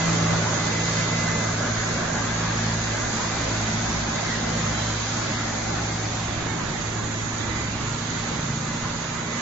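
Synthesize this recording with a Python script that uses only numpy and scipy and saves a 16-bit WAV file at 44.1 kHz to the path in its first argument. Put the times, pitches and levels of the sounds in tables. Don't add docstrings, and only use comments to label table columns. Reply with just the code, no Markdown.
import sys
import numpy as np
from scipy import signal
from scipy.fft import dct
from scipy.io import wavfile
from scipy.ndimage import uniform_filter1d

SR = 44100
rng = np.random.default_rng(int(sys.argv[2]) if len(sys.argv) > 2 else 0)


def dump_mix(stems):
    frames = np.atleast_2d(stems).T
    limited = np.clip(frames, -1, 1)
    pcm = np.round(limited * 32767).astype(np.int16)
    wavfile.write(sys.argv[1], SR, pcm)


def invert_db(level):
    return 10 ** (np.asarray(level, dtype=float) / 20)


N = 414981


def evened(x):
    return x / np.sqrt(np.mean(x ** 2) + 1e-20)


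def follow(rows, t):
    s, *columns = np.transpose(rows)
    return np.array([np.interp(t, s, c) for c in columns])


def colour(rows, hz):
    rows = np.array(rows, float)
    return follow(np.column_stack([np.log(rows[:, 0]), rows[:, 1:]]), np.log(hz + 1))


def tone(hz):
    turns = np.cumsum(hz * np.ones(N)) / SR + rng.random()
    return np.sqrt(2) * np.sin(2 * np.pi * turns)


def drift(per_s):
    width = round(SR / 64 / per_s) + 1
    coarse = rng.standard_normal(N // 64 + 2)
    coarse = uniform_filter1d(uniform_filter1d(coarse, width), width)
    return np.interp(np.arange(N) / 64, np.arange(len(coarse)), evened(coarse))


def swells(rows, heights):
    out = np.zeros(N, np.result_type(heights))
    for (s, long, *_), height in zip(rows, heights):
        start = max(round((s - long / 2) * SR), 0)
        stop = min(round((s + long / 2) * SR), N)
        at = np.arange(start, stop)
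        out[at] += height * np.cos(np.pi * (at / SR - s) / long) ** 2
    return out


# Hz, left facing, right facing, left shaded, right shaded, all in dB per Hz.
ROAR_DB = [(25.3, -17, -17.5, -8, -9), (59, -14, -13.5, 6, 11.5), (244, 3, 2, 1, 4),
           (425, -0.5, 0.5, -4.5, -4), (630, -2.5, 2.5, -4, -2), (1036, -1.5, 0, -3.5, -2.5),
           (1737, -2, -1.55, -12, -1.5), (2177, -4.5, -6.5, -13.5, -5.0), (2876, -15.5, -9.5, -12.5, -11.5),
           (3666, -9, -7.6, -16, -7), (5500, -9, -11, -16.5, -14), (6205, -10.5, -0.5, -18.5, -6),
           (6730, -9.5, 1, -14, -2.5), (7430, -12.5, -8.5, -19.5, -11)]
# time in seconds, level of the roar's body in dB.
WALK_DB = [(0, -28.5), (.8, -29.5), (1.4, -30.5), (2.5, -31.5), (3, -31), (5, -31.5), (5.97, -32.5),
           (6.24, -34), (7.6, -34), (9.1, -34), (9.41, -32.5)]
# low edge in Hz, high edge in Hz.
PARTS_HZ = [
    (300, 1900),
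    (20, 95),
    (2100, 5500),
    (5500, 7500),
]
# level at mid walk in dB, share of the walk followed 0-1, wander in dB.
PART_LEVELS = [
    (-41, .1, 1.5),
    (-37, .95, .5),
    (-37.5, 1, 0.3),
]
# time in seconds, share of the machine hidden 0-1.
CABINET_SHADE = [
    (0, 0.11),
    (6.05, 0.05),
    (6.3, 1),
    (9.41, 0.82),
]
# Hz, likeness 0-1, lead of the left in radians.
PORT_LIKENESS = [(29.8, 0.97, -0.62), (61, 0.98, 0.11), (253, .92, -.2), (432, 0.53, -.8), (580, .35, -1.2),
                 (784, .14, -0.29), (937, .28, -0.16), (1063, 0.61, -0.59), (1663, 0.59, 0.37),
                 (1803, 0.03, 0.15), (7500, 0.04, 0.65)]
# start in seconds, length in seconds, start Hz, end Hz, level in dB.
ECHOES = [(0.8, 2.4, 1480, 1730, 4), (0, 2.3, 620, 630, 3.5), (-1.1, 2.9, 400, 520, 2.5),
          (0.56, 1.6, 680, 900, -7), (3.5, 0.91, 520, 460, -6.5), (2, 4.1, 390, 460, -4),
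          (3, 1.6, 600, 820, 2), (5, 2.9, 325, 335, 7), (5.5, 0.86, 820, 710, 7), (7, 3.4, 690, 720, -6),
          (4.5, 2, 400, 490, -4), (8, 2.3, 160, 360, -11), (10, 1.3, 3300, 3400, 0)]
MID_WALK_DB = -31.5
ECHO_WIDTH = 0.068


def roar():
    frames, hz = N // 256 + 5, np.fft.rfftfreq(1024, 1 / SR)[:184]
    t = np.arange(frames) * 256 / SR
    a, b, c, d, left_patch, right_patch, gust = rng.standard_normal((frames, len(hz), 7)).T

    facing_l, facing_r, shaded_l, shaded_r = colour(ROAR_DB, hz)[:, :, None]
    shade = np.clip(follow(CABINET_SHADE, t), 0, 1)
    left_db = facing_l + shade * (shaded_l - facing_l)
    right_db = facing_r + shade * (shaded_r - facing_r)
    ports = invert_db([left_db, right_db])
    same, lead = colour(PORT_LIKENESS, hz)[:, :, None]
    same = np.clip(same, 0, 1)
    cross = 2 * same * np.cos(lead) * ports[0] * ports[1]
    middle = (ports[0] ** 2 + ports[1] ** 2 + cross) / 4

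    body_db = follow(WALK_DB, t)[0]
    wanted_db = [body_db]
    for db, part, wander_db in PART_LEVELS:
        wander = drift(3)[::256].take(range(frames), mode="clip")
        wanted_db.append(db + part * (body_db - MID_WALK_DB) + wander_db * wander)
    has_db = np.array([10 * np.log10(middle[(hz > lo) & (hz < hi)].sum(0)) for lo, hi in PARTS_HZ])
    share = colour([(70, 0, 1, 0, 0), (300, 1, 0, 0, 0), (1700, 1, 0, 0, 0),
                    (2300, 0, 0, 1, 0), (5200, 0, 0, 1, 0), (5900, 0, 0, 0, 1)], hz)
    level_db = share.T @ (np.array(wanted_db) - has_db) + 1.57

    for s, long, start_hz, end_hz, db in ECHOES:
        part = np.clip((t - s) / long, 0, 1)
        centre_hz = start_hz + part * (end_hz - start_hz)
        rise = np.sqrt(np.sin(np.pi * part).clip(0))
        level_db += db * rise * np.exp(-((hz[:, None] - centre_hz) / (ECHO_WIDTH * centre_hz)) ** 2)

    gust = evened(uniform_filter1d(uniform_filter1d(gust, 25, 1), 90, 0))
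    patches = []
    for patch in (left_patch, right_patch):
        smooth = uniform_filter1d(uniform_filter1d(patch + left_patch, 11, 1), 3, 0)
        patches.append(evened(smooth))
    patchy_db = 1.2 * np.clip(hz / 600, 0, 1)[:, None]
    left = a + 1j * b
    right = same * np.exp(-1j * lead) * left + np.sqrt(1 - same ** 2) * (c + 1j * d)
    z = np.array([left, right])
    z *= ports * invert_db(level_db + 0.59 * gust + patchy_db * np.array(patches))
    z = np.pad(z, ((0, 0), (0, 513 - len(hz)), (0, 0)))
    return signal.istft(z, nperseg=1024, noverlap=768)[1][:, :N]


# time in seconds, level in dB.
ORDER_4_DB = [(0, -35), (.2, -27.5), (.55, -32), (1.24, -31.5), (1.75, -30.5), (2.04, -37.5), (2.6, -29),
              (3.25, -36.5), (3.6, -30.5), (4.25, -37.5), (4.7, -31.5), (5.45, -35), (5.95, -32.5),
              (6.5, -33), (6.73, -41.5), (6.9, -32.5), (7.6, -35), (9.41, -41.5)]
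# time in seconds, level in dB.
ORDER_6_DB = [(0, -25), (.4, -27), (.55, -33.5), (.85, -32), (1.24, -31.5), (1.8, -38), (2.75, -33.5),
              (2.97, -45), (3.3, -37), (3.9, -35.5), (4.2, -39.5), (4.5, -32), (5.3, -49), (5.75, -36.5),
              (7.4, -41), (7.68, -52), (8.1, -38.5), (9.41, -37.5)]
# Hz, rise in Hz per second, level between crests in dB.
WEAK_TONES = [
    (50, 2.1, -50),
    (137, 0, -54),
    (221, 0, -50),
    (236, 0, -46),
]
# middle in seconds, length in
# seconds, level in dB.
WEAK_CRESTS = [
    [(2.7, 1.5, -41), (3.5, .6, -40.5), (3.95, 0.54, -35), (4.75, 1.3, -40), (5.7, .9, -41.5),
     (6.5, 0.67, -48), (7.6, 0.6, -42)],
    [(.5, .5, -42), (1, 0.42, -38), (2, 0.41, -42), (4.6, 1, -43.5), (5.2, 0.46, -43), (6.7, 0.37, -39.5),
     (7.9, 0.7, -38), (8.55, 0.7, -34), (9.2, 0.68, -42)],
    [(.75, .5, -43), (1.75, 0.87, -44), (2.65, .7, -37.5), (3.2, 0.61, -41.5), (3.7, 0.7, -40),
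     (4.45, 1.45, -38.5), (5.5, .8, -41.5), (6.7, 0.56, -41.5), (8.55, 0.69, -39.5)],
    [(1.25, 0.5, -40), (2.25, 2.3, -44), (3.95, 0.44, -39), (4.45, 0.92, -42.5), (5.5, 1.9, -47.5),
     (7.4, .5, -46), (8.7, 2.4, -45.5), (9.41, 0.42, -39.5)],
]
# Hz, level in dB.
FAINT_TONES = [(82.8, -55), (276, -53), (331, -57), (431, -50), (580, -49), (750, -51)]
ORDER_4_HZ, ORDER_6_HZ = 109.8, 166
ROLLER_PER_S, ROLLER_SWAY = 0.97, .0011
FAINT_FADE_DB_PER_S = 1.3


def hum(t):
    speed = 1 + ROLLER_SWAY * (np.sin(2 * np.pi * ROLLER_PER_S * t) + 0.68 * drift(2.3))
    levels = [(ORDER_4_HZ, invert_db(follow(ORDER_4_DB, t)[0])), (ORDER_6_HZ, invert_db(follow(ORDER_6_DB, t)[0]))]
    for (hz, rise_hz, rest_db), rows in zip(WEAK_TONES, WEAK_CRESTS):
        crests = swells(rows, invert_db([db for *_, db in rows]))
        levels.append((hz + rise_hz * t, invert_db(rest_db) + crests))
    total = np.zeros(N)
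    for hz, level in levels:
        total += level * invert_db(0.66 * drift(16)) * tone(hz * speed)
    for hz, db in FAINT_TONES:
        total += invert_db(db - FAINT_FADE_DB_PER_S * t + 3 * drift(1.5)) * tone(hz * speed)
    across_s = .00008 + .00008 * drift(.7)
    return np.array([np.interp(t + side * across_s, t, total) for side in (1, -1)])


# middle in seconds, length in seconds, left in dB,
# right in dB, lead of the left in radians.
WHINE_PATHS = [(0, .5, -35, -45, .3), (.3, .5, -38, -43, .9), (.65, .5, -44, -39, .5),
               (1, .7, -40, -35, 1.2), (1.25, .45, -46, -38, .4), (1.44, .4, -38, -43, 0),
               (1.88, .5, -45, -39, 3), (2.24, .45, -42, -46, 1.6), (2.76, .4, -54, -42, -.5),
               (3.02, .4, -45, -44, .5), (3.38, .5, -45, -46, .4), (3.72, .5, -48, -39, 2.4),
               (4.27, .6, -44, -43, -1.2), (4.68, .7, -43, -52, -1.4), (5, .35, -52, -45, -1.4),
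               (5.36, .5, -49, -43, -1.5), (5.6, .4, -45, -47, 2.3), (6.3, .4, -52, -46, -2.4),
               (6.78, .7, -47, -42, -2.6), (7.22, .5, -47, -41, -2.2), (7.58, .45, -48, -36, -1.8),
               (8.25, .7, -53, -44, -2.4), (8.75, .7, -45, -56, .6), (9.3, .8, -57, -39, 2.9)]
WHINE_HZ = 2029.3
WHINE_REST_DB = -55


def whine(t):
    _, _, left_db, right_db, lead = np.transpose(WHINE_PATHS)
    left = swells(WHINE_PATHS, invert_db(left_db) * np.exp(1j * lead))
    right = swells(WHINE_PATHS, invert_db(right_db))
    scatter = np.array([drift(4.7) + 1j * drift(6), drift(6) + 1j * drift(4.8)]) / 2
    paths = np.array([left, right]) + invert_db(WHINE_REST_DB) * scatter
    turn = 2 * np.pi * np.cumsum(WHINE_HZ + .5 * drift(7)) / SR
    flutter_db = 2.4 + 1.2 * np.array([drift(16), drift(16)])
    return np.sqrt(2) * invert_db(flutter_db) * (paths * np.exp(1j * turn)).imag


# Hz, width in Hz, left in dB, right in dB.
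FAN_WHISTLES = [
    (6741, 24, -56, -48),
    (4059, 12, -62, -60),
    (6250, 60, -62, -54),
]


def fan_tones(t):
    out = np.zeros((2, N))
    walk_db = follow(WALK_DB, t)[0]
    for hz, width, *db in FAN_WHISTLES:
        for port, port_db in zip(out, db):
            wander = drift(width) + 1j * drift(width)
            level = invert_db(port_db + walk_db - walk_db.mean())
            port += level * (wander * np.exp(2j * np.pi * hz * t)).real
    return out


# start in seconds, length in seconds, Hz, left in dB, right in dB.
BEARING_CHIRPS = [
    (3.27, 0.15, 2340, -41, -43),
    (4.269, 0.12, 1920, -39, -30),
    (5.86, 0.13, 2100, -43, -37),
    (6.44, 0.14, 2185, -60, -36),
    (6.446, 0.11, 3680, -58.5, -43),
    (7.152, 0.091, 3320, -57, -41),
    (8.5, .12, 4330, -58, -48),
    (6.997, 0.073, 3660, -64, -47),
]


def chirps(t):
    out, waver_hz = np.zeros((2, N)), 12 * drift(30)
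    for s, long, hz, *db in BEARING_CHIRPS:
        on = (t > s) & (t < s + long)
        swell = np.sin(np.pi * (t[on] - s) / long) ** 2
        squeak = np.sqrt(2) * np.sin(2 * np.pi * np.cumsum(hz + waver_hz[on]) / SR)
        out[:, on] += invert_db(db)[:, None] * swell * squeak
    return out


# multiple of the pitch, left in dB, right in dB, fade in dB per second.
HORN_PARTIALS = [
    (4, -52, -38.5, 28),
    (5, -50, -38.5, 4),
]
HORN_S, HORN_LONG_S, HORN_HZ = 4.73, .28, 790


def horn(t):
    age = np.maximum(t - HORN_S, 0)
    tail = invert_db(-250 * np.maximum(age - HORN_LONG_S, 0))
    pressed = np.clip(age / 0.015, 0, 1) * tail
    hz = HORN_HZ * (1 - .004 * np.minimum(age, 1) + .0012 * drift(25))
    out = np.zeros((2, N))
    for k, *db, fade_db in HORN_PARTIALS:
        out += invert_db(db)[:, None] * invert_db(2.2 * drift(40) - fade_db * age) * pressed * tone(k * hz)
    return out


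def scene():
    t = np.arange(N) / SR
    return roar() + hum(t) + whine(t) + fan_tones(t) + chirps(t) + horn(t)


ROUNDING_BANDS = np.cumsum([4] * 10 + [8] * 7 + [12] * 4 + [16] * 2 + [20] * 2 + [24] * 2 + [28] * 2 + [32] * 3)
# Hz, dB over the masking level.
ROUNDING_STEP_DB = [(150, -22), (450, -3), (1500, 2), (2500, 4.5), (5000, 4.2), (6300, 2), (7400, 5.5)]
# Hz, side level hidden in dB.
SIDE_MASK_DB = [(100, 15), (300, 8), (600, -4), (1100, 2), (2000, -2)]
ROUNDING_HOP = 940


def mid_side(pair, joint):
    return np.where(joint, [pair[0] + pair[1], pair[0] - pair[1]] / np.sqrt(2), pair)


def band_holes(x):
    hop, half = ROUNDING_HOP, ROUNDING_HOP // 2
    count = N // hop + 2
    padded = np.pad(x, ((0, 0), (hop, (count + 1) * hop - N - hop))).reshape(2, -1, hop)
    window = np.sin(np.pi * (np.arange(2 * hop) + .5) / (2 * hop))
    blocks = np.concatenate([padded[:, :-1], padded[:, 1:]], 2) * window
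    a, b, c, d = np.split(blocks, 4, axis=2)
    lines = dct(np.concatenate([-c[..., ::-1] - d, a - b[..., ::-1]], 2), type=4, norm="ortho")

    starts = np.r_[0, ROUNDING_BANDS]
    band = np.searchsorted(ROUNDING_BANDS, np.arange(hop), side="right")
    joint_band = (rng.random((count, len(starts))) < .7) | (starts < 16)
    joint = joint_band[:, band]
    lines = mid_side(lines, joint)

    power = np.add.reduceat(lines ** 2, starts, axis=2) / np.diff(np.r_[starts, hop])
    spread = np.exp(uniform_filter1d(np.log(power + 1e-20), size=5, axis=2))
    masking = np.sqrt(.7 * power + .3 * spread)
    from_mid = invert_db(colour(SIDE_MASK_DB, starts * SR / 2 / hop)[0]) * masking[0]
    masking[1] = np.where(joint_band, np.maximum(masking[1], from_mid), masking[1])
    thrift_db = 2.6 * evened(uniform_filter1d(rng.standard_normal(power.shape), size=2, axis=1))
    fine_db = colour(ROUNDING_STEP_DB, np.arange(hop) * SR / 2 / hop)[0]
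    step = (masking * invert_db(thrift_db))[..., band] * invert_db(fine_db) + 1e-9
    rounded = np.sign(lines) * np.floor(abs(lines) / step + .41) * step

    folded = dct(mid_side(rounded, joint), type=4, norm="ortho")
    u, v = folded[..., :half], folded[..., half:]
    blocks = np.concatenate([v, -v[..., ::-1], -u[..., ::-1], -u], 2) * window
    first, second = np.split(blocks, 2, axis=2)
    return (first[:, 1:] + second[:, :-1]).reshape(2, -1)[:, :N]


def band_limit(x):
    return signal.sosfilt(signal.butter(12, 8500, fs=SR, output="sos"), x)


EDGE_HZ = 7511


def record(dry):
    edge = signal.firwin(1023, EDGE_HZ, window=("kaiser", 9), fs=SR)
    mix = signal.oaconvolve(band_holes(dry), edge[None], "same")
    return band_limit(mix)


dry = scene()
out = record(dry)
dump_mix(out)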